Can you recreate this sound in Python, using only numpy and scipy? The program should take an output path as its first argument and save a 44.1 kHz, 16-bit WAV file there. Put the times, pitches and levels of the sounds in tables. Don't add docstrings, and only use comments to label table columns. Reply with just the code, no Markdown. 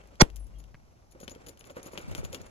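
import sys
import numpy as np
from scipy import signal
from scipy.fft import rfft, irfft
from scipy.io import wavfile
from scipy.ndimage import uniform_filter1d, minimum_filter1d

SR = 44100
rng = np.random.default_rng(int(sys.argv[2]) if len(sys.argv) > 2 else 0)


def wrap_up_sound(samples):
    columns = np.atleast_2d(samples).T
    tamed = np.clip(columns, -1, 1)
    steps = np.round(tamed * 32767).astype(np.int16)
    wavfile.write(sys.argv[1], SR, steps)


N = 110250
T, HZ = np.arange(N) / SR, np.fft.rfftfreq(N, 1 / SR)
SHORT_T, SHORT_HZ = np.arange(8192) / SR, np.fft.rfftfreq(8192, 1 / SR)

# pitch_hz, level_db
CRACK_SPECTRUM = [(100, -1), (600, 7.5), (1500, -1), (4000, -11), (8000, -11), (16000, -26.5)]
TAIL_SPECTRUM = [(30, -4), (130, -2.5), (450, 0), (800, -10), (1300, -16), (3300, -24), (4500, -30),
                 (9000, -31.5), (16000, -45)]
OPEN_S = 0.218
CRACK_DB, CRACK_S = -3, 0.0015
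TAIL_DB, TAIL_T60_S, FAR_DB, FAR_T60_S = -16, 0.07, -43.5, 0.27
PUFF_DROP_HZ, PUFF_END_HZ, PUFF_SAG_S, PUFF_DELAY_S = 620, 4, 0.0037, 0.0008
PUFF_DB, PUFF_HOLD_S, PUFF_T60_S = -5.5, 0.0075, 0.051
PUSH_DB, PUSH_T60_S = -14.5, 0.16

# pitch_hz, left_db, right_db
LID_MODES = [(470, -14, -8), (600, -2, -15), (1040, -8, -5), (1380, -24, -4), (1490, -24, -3),
             (1905, -32, -6), (2160, -40, -6), (2420, -34, -12), (3385, -21, -9), (4095, -36, -13),
             (4285, -33, -9), (4840, -12, -2), (5525, -9, -7), (5690, -7, -8), (5880, -8, -7),
             (6230, -11, -6), (6870, -16, -13), (7300, -16, -28)]
# pitch_hz, level_db
RASP_SPECTRUM = [(60, 2), (400, 6), (900, 1.5), (2800, -8), (6500, -13.5), (7600, -19), (8300, -39.5),
                 (16000, -50.5)]
SLIP_S, FULL_S, SLIP_RISE_DB, SLIP_T60_S = 0.1972, 0.2104, 34, 0.011
LID_RING_DB, RASP_DB, RASP_LEFT_DB, LID_WIDTH_HZ = -9.5, -17.5, -3.5, 27

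# time_s, level_db
THROB_LEVEL = [(.23, -57), (.29, -44), (.39, -35.5), (.45, -37.5), (.495, -49.5), (.57, -39), (.65, -45.5),
               (.78, -58), (1.1, -73.5)]
THROB_HZ, THROB_SAG_HZ_PER_S = 51, 4.8
THROB_RIGHT_DB, THROB_THIRD_DB = -11.5, -26.5

# start_s, level_db, treble_db
CLACKS = [(0.014, -57, -50), (.073, -63, 13), (0.155, -58.5, 1), (0.301, -53.5, -1), (0.36, -46.5, 22),
          (0.366, -50.5, 12), (.468, -61, 20), (0.64, -59, 2), (1.2027, -52, 13.5), (1.2789, -38, -8),
          (1.35, -53, 0), (1.4684, -49.5, 3), (1.574, -57, 3.5), (1.61, -51, -19), (1.642, -52.5, -8),
          (1.699, -53, -7), (1.9762, -34, -8.5), (1.983, -49, 2), (2.115, -53.5, -17), (2.1499, -36, -0.5),
          (2.249, -42.5, -3), (2.329, -42, 6), (2.346, -35.5, 2.5), (2.353, -46, -9)]
# pitch_hz, level_db
CLACK_SPECTRUM = [(200, -9), (550, -4), (1000, -11), (2100, -6.5), (3200, -2), (4000, -10.5), (5000, -9),
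                  (6500, -9.5), (8000, -19), (12000, -14.5), (16000, -28)]
CLACK_T60_S, CLACK_TAIL_DB, CLACK_TAIL_T60_S = 0.0032, -15.5, 0.034

# start_s, level_db
SET_DOWN = [(0.744, -46.5), (.751, -50.5)]
# pitch_hz, level_db
FRAME_SPECTRUM = [(170, 13), (330, -1), (900, -6), (2200, 0.5), (3000, -12.5), (4500, -18.5), (9000, -37)]

# start_s, length_s, level_db
JINGLES = [(0.584, 0.023, -61), (1.107, 0.022, -61.5), (1.2, 0.049, -56), (1.294, 0.026, -49.5),
           (1.463, 0.016, -53), (1.484, 0.013, -46.5), (1.592, 0.018, -55), (1.65, 0.023, -59),
           (1.703, 0.018, -59.5), (1.755, 0.032, -59.5), (1.83, 0.016, -51.5), (1.854, 0.02, -50),
           (1.917, 0.034, -57), (1.971, 0.027, -55.5), (2.014, 0.012, -54.5), (2.109, 0.017, -56.5),
           (2.149, 0.0062, -48), (2.166, 0.032, -51.5), (2.242, 0.0134, -47.5), (2.323, 0.035, -51.5),
           (2.415, 0.0041, -50), (2.457, 0.012, -58)]
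# pitch_hz, level_db, t60_s
FITTING_MODES = [(6882, 3.5, 0.038), (9350, -5, 0.033), (10246, 1.5, 0.017), (11550, 0, 0.0083),
                 (12500, -2, 0.0077), (13100, -4, 0.01)]
# pitch_hz, level_db
TICK_SPECTRUM = [(400, -53), (1500, 8), (3300, 8), (6500, 12.5), (8000, -30), (10500, 5), (13000, -44),
                 (16000, -11)]
TICK_DB, TICKS_PER_S, MODE_SPREAD_DB = -5, 700, 3

# start_s, pitch_hz, level_db, t60_s
RINGS = [(.391, 10230, -56.5, 0.24), (.395, 8520, -65, 0.37), (.532, 2850, -67.5, .2),
         (.551, 3230, -62, 0.11)]

# start_s, level_db
FLAPS = [(0.119, -54.5), (1.149, -47), (1.203, -46.5), (1.229, -42.5), (1.279, -45), (1.312, -45),
         (1.357, -45.5), (1.468, -47.5), (1.49, -48), (1.702, -44), (1.766, -37), (1.782, -43), (1.86, -42),
         (1.932, -41.5), (1.979, -40.5), (2.11, -44.5), (2.152, -43), (2.179, -39.5), (2.229, -42.5),
         (2.248, -46.5), (2.328, -39.5), (2.349, -47), (2.365, -47.5)]
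# pitch_hz, level_db
FLAP_SPECTRUM = [(40, -18), (120, -7), (230, -6.5), (340, -1), (430, -6.5), (540, 3), (700, -17),
                 (1300, -16), (2500, -26.5), (8000, -49)]
FLAP_RISE_S, FLAP_T60_S = 0.0018, 0.061
FLAP_BRIGHTEN, FLAP_TYPICAL_DB = 0.94, -43

# pitch_hz, width_hz
SWISH_PEAKS = [(1390, 200), (2280, 180)]
# time_s, level_db
SWISH_LEVEL = [(1.95, -70), (1.99, -54.5), (2.17, -57), (2.3, -68)]

# pitch_hz, level_db
STEAM_SPECTRUM = [(200, -1), (350, 3.5), (560, 4.5), (800, -2.5), (1350, -4.5), (1700, -9), (2300, -8),
                  (4000, -20), (7000, -19.5), (16000, -42.5)]
# time_s, level_db
STEAM_LEVEL = [(0, -60.5), (.19, -58.5), (.35, -63.5), (.65, -63), (.85, -68.5), (1.08, -69), (1.22, -62),
               (1.38, -55.5), (1.56, -58), (1.74, -57.5), (1.79, -52.5), (2.01, -52), (2.17, -49),
               (2.29, -54), (2.37, -50), (2.5, -54)]

# start_s, level_db
GUSTS = [(2.035, -41), (2.075, -34.5), (2.105, -33.5), (2.18, -30.5), (2.232, -33), (2.295, -41.5),
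         (2.399, -42)]
# pitch_hz, level_db
GUST_SPECTRUM = [(25, -1), (90, 3), (250, -7.5), (900, -39)]
GUST_S, GUST_RIGHT_DB = 0.01, -2.5

# pitch_hz, level_db
RUMBLE_SPECTRUM = [(15, -15.5), (45, 3), (85, 2.5), (300, -14.5), (1000, -49)]
# time_s, level_db
RUMBLE_LEVEL = [(0, -62.5), (.5, -52.5), (1, -61.5), (1.3, -57.5), (1.95, -62), (2.13, -47.5), (2.5, -56.5)]

# pitch_hz, level_db
AIR_SPECTRUM = [(30, -2), (90, -6.5), (430, -16), (720, -8), (1400, -24), (3000, -33.5), (6000, -21.5),
                (8000, -38.5), (12000, -30.5), (16000, -52)]
AIR_DB = -66

# pitch_hz, level_db
MIC_RESPONSE = [(20, 0), (12800, 0), (14200, -8), (16000, -7.5)]
LAG_S, LIKENESS = 0.0002802, 0.64
PORT_TURN_RAD, PORT_HZ, PORT_WIDTH_HZ = 0.72, 659.6, 140
HANDS_LEFT_DB, GROUND_DB, EDGE_HZ = 4, -11, 16100


def blast():
    t = np.maximum(T - OPEN_S - PUFF_DELAY_S, 0)
    hz = PUFF_END_HZ + PUFF_DROP_HZ * np.exp(-t / PUFF_SAG_S)
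    angle = 2 * np.pi * np.cumsum(hz * (t > 0)) / SR
    late = np.maximum(t - PUFF_HOLD_S, 0)
    fade = fall(late, PUFF_T60_S)
    left = np.maximum(fade, amp(PUSH_DB) * fall(late, PUSH_T60_S))
    puff = np.sin(angle) * np.array([left, fade ** 2])

    crack = amp(CRACK_DB) * noise(CRACK_SPECTRUM) * np.exp(-abs(T - OPEN_S) / CRACK_S)
    near = amp(TAIL_DB) * fall(T - OPEN_S, TAIL_T60_S)
    far = amp(FAR_DB) * fall(T - OPEN_S, FAR_T60_S)
    tail = noise(TAIL_SPECTRUM) * (near + far)
    return amp(PUFF_DB) * puff + crack + tail * flutter(2, 0.004)


def lid():
    ring = 0
    for hz, left_db, right_db in LID_MODES:
        wander = uniform_filter1d(rng.standard_normal(N), size=45)
        turns = hz * T + np.cumsum(wander) * np.sqrt(LID_WIDTH_HZ / SR / (2 * np.pi))
        port_turns = turns - np.array([[0], [hz * LAG_S]])
        ring = ring + amp([[left_db], [right_db]]) * np.sin(2 * np.pi * port_turns)
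    rasp = noise(RASP_SPECTRUM) * flutter(3, 0.001) * amp([[RASP_LEFT_DB], [0]])

    to_go = np.clip((FULL_S - T) / (FULL_S - SLIP_S), 0, 1)
    swell = amp(-SLIP_RISE_DB * to_go) * np.clip((T - SLIP_S) / 0.0013, 0, 1)
    stop = fall(np.maximum(T - OPEN_S, 0), SLIP_T60_S)
    return (amp(LID_RING_DB) * unit(ring) + amp(RASP_DB) * rasp) * swell * stop


def throb():
    hz = THROB_HZ - THROB_SAG_HZ_PER_S * (T - OPEN_S)
    angle = 2 * np.pi * np.cumsum(hz) / SR
    tone = unit(np.sin(angle) + amp(THROB_THIRD_DB) * np.sin(3 * angle))
    return level(THROB_LEVEL) * tone * amp([[0], [THROB_RIGHT_DB]])


def clacks():
    out = np.zeros(N)
    tail = amp(CLACK_TAIL_DB) * fall(SHORT_T, CLACK_TAIL_T60_S)
    envelope = np.minimum(SHORT_T / 0.00042, 1) * (fall(SHORT_T, CLACK_T60_S) + tail)
    for start_s, db, treble_db in CLACKS:
        treble = colour([(3000, 0), (9000, treble_db)], SHORT_HZ)
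        knock = burst(envelope, colour(CLACK_SPECTRUM, SHORT_HZ) * treble)
        add(out, start_s, amp(db) * np.sqrt(0.0032 * SR) * knock)
    return out


def set_down(t60=0.018):
    out = np.zeros(N)
    for start_s, db in SET_DOWN:
        knock = burst(fall(SHORT_T, t60), colour(FRAME_SPECTRUM, SHORT_HZ))
        add(out, start_s, amp(db) * np.sqrt(0.0057 * SR) * knock)
    return out


def jingles():
    out, t = np.zeros(N), SHORT_T
    for start_s, length_s, db in JINGLES:
        contacts = 0.059 + (rng.random(len(t)) < TICKS_PER_S / SR)
        hits = rng.standard_normal(len(t)) * contacts * (t < length_s)
        modes = 0
        for hz, mode_db, t60 in FITTING_MODES:
            gain = amp(mode_db + MODE_SPREAD_DB * rng.standard_normal())
            decay = fall(t, t60 * 2 ** rng.uniform(-1, 0.5))
            mode_hz = hz * (1 + 0.011 * rng.standard_normal())
            modes = modes + gain * decay * np.sin(2 * np.pi * mode_hz * t)
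        ring = signal.fftconvolve(hits, modes)[:len(t)]
        tick = burst(abs(hits), colour(TICK_SPECTRUM, SHORT_HZ))
        jingle = ring / np.linalg.norm(ring) + amp(TICK_DB) * tick
        add(out, start_s, amp(db) * np.sqrt(length_s * SR / 2) * jingle)
    return out


def rings(rise_s=0.0079):
    out = 0
    for start_s, hz, db, t60 in RINGS:
        envelope = np.clip((T - start_s) / rise_s, 0, 1) * fall(T - start_s, t60)
        out = out + amp(db) * envelope * flutter(3.5, 0.006) * np.sin(2 * np.pi * hz * T)
    return out


def sack():
    out = np.zeros(N)
    envelope = np.minimum(SHORT_T / FLAP_RISE_S, 1) * fall(SHORT_T, FLAP_T60_S)
    for start_s, db in FLAPS:
        bright_db = FLAP_BRIGHTEN * (db - FLAP_TYPICAL_DB)
        bright = colour([(550, 0), (1200, bright_db)], SHORT_HZ)
        flap = burst(envelope, colour(FLAP_SPECTRUM, SHORT_HZ) * bright)
        add(out, start_s, amp(db) * np.sqrt(0.0081 * SR) * flap)
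    return out


def swish():
    gain = sum(1 / (1 + 2j * (HZ - hz) / width_hz) for hz, width_hz in SWISH_PEAKS)
    friction = rng.standard_normal(N) * flutter(6, 0.006)
    sliding = (T > SWISH_LEVEL[0][0]) * (T < SWISH_LEVEL[-1][0])
    return unit(irfft(rfft(friction) * gain, N)) * level(SWISH_LEVEL) * sliding


def crinkle(low_hz=1900, high_hz=6000, per_s=40, t60=0.005, db=-18, count=8):
    out = 0
    for hz in np.geomspace(low_hz, high_hz, count):
        snaps = (rng.random(N) < per_s / SR) * flutter(5.5, 0.03)
        fold = fall(SHORT_T, t60) * np.sin(2 * np.pi * hz * SHORT_T)
        out = out + signal.fftconvolve(snaps, fold)[:N]
    return amp(db) * unit(out) * level(STEAM_LEVEL)


def steam():
    return noise(STEAM_SPECTRUM) * level(STEAM_LEVEL) * flutter(3, 0.013)


def ground(x, t60=0.11):
    taps = rng.standard_normal((2, len(SHORT_T))) * fall(SHORT_T - 0.003, t60)
    taps = taps / np.linalg.norm(taps[0])
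    return x + amp(GROUND_DB) * signal.fftconvolve(x, taps, axes=1)[:, :N]


def gusts():
    out = np.zeros(N)
    envelope = SHORT_T / GUST_S * np.exp(-SHORT_T / GUST_S)
    for start_s, db in GUSTS:
        gust = burst(envelope, colour(GUST_SPECTRUM, SHORT_HZ))
        add(out, start_s, amp(db) * np.sqrt(2 * GUST_S * SR) * gust)
    return np.array([out, -amp(GUST_RIGHT_DB) * out])


def buffeting():
    return noise(RUMBLE_SPECTRUM) * level(RUMBLE_LEVEL)


def outdoor_air():
    return amp(AIR_DB) * noise(AIR_SPECTRUM)


def ports(x, left_db=0):
    turn = PORT_TURN_RAD * np.exp(-((HZ - PORT_HZ) / PORT_WIDTH_HZ) ** 2)
    right = irfft(rfft(x) * np.exp(-2j * np.pi * HZ * LAG_S - 1j * turn), N)
    return np.array([x * amp(left_db), right / amp(left_db)])


def noise(points):
    shared = LIKENESS * ports(rng.standard_normal(N))
    white = shared + np.sqrt(1 - LIKENESS ** 2) * rng.standard_normal((2, N))
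    return unit(irfft(rfft(white) * colour(points), N))


def burst(envelope, gain, size=8192):
    z = rfft(envelope * rng.standard_normal(size))
    z = z / np.sqrt(uniform_filter1d(abs(z) ** 2, size=129) + 1e-12)
    log_gain = np.log(np.r_[gain, gain[-2:0:-1]] + 1e-5)
    causal = np.exp(np.conj(signal.hilbert(log_gain)))[:len(z)]
    x = irfft(z * causal) * np.cos(np.linspace(0, np.pi / 2, size)) ** 2
    return x / np.linalg.norm(x)


def flutter(db, seconds):
    drift = uniform_filter1d(rng.standard_normal(N), max(int(seconds * SR), 1))
    return unit(amp(db * unit(drift)))


def amp(db):
    return 10 ** (np.asarray(db) / 20)


def unit(x):
    return x / np.sqrt(np.mean(x ** 2) + 1e-20)


def colour(points, hz=HZ):
    f, db = np.transpose(points)
    return amp(np.interp(np.log(hz + 1), np.log(f), db))


def level(points):
    return amp(np.interp(T, *np.transpose(points)))


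def fall(t, t60):
    return (t >= 0) * np.exp(-np.log(1000) * np.maximum(t, 0) / t60)


def add(mix, start_s, sound):
    part = mix[max(round(start_s * SR), 0):][:len(sound)]
    part += sound[:len(part)]


def scene():
    metal = ports(clacks() + jingles() + rings(), HANDS_LEFT_DB)
    cloth = ports(sack() + swish() + crinkle())
    bang = blast() + lid() + throb()
    background = steam() + gusts() + buffeting() + outdoor_air()
    return bang + ground(metal + cloth) + set_down() + background


def record(dry):
    gain = 1 / np.maximum(abs(dry).max(0), 1)
    limited = dry * uniform_filter1d(minimum_filter1d(gain, size=45), size=45)
    coloured = irfft(rfft(limited) * colour(MIC_RESPONSE), N)
    low_pass = signal.firwin(511, EDGE_HZ, window=("kaiser", 9), fs=SR)
    return signal.oaconvolve(coloured, low_pass[None], "same")


dry = scene()
out = record(dry)
wrap_up_sound(out)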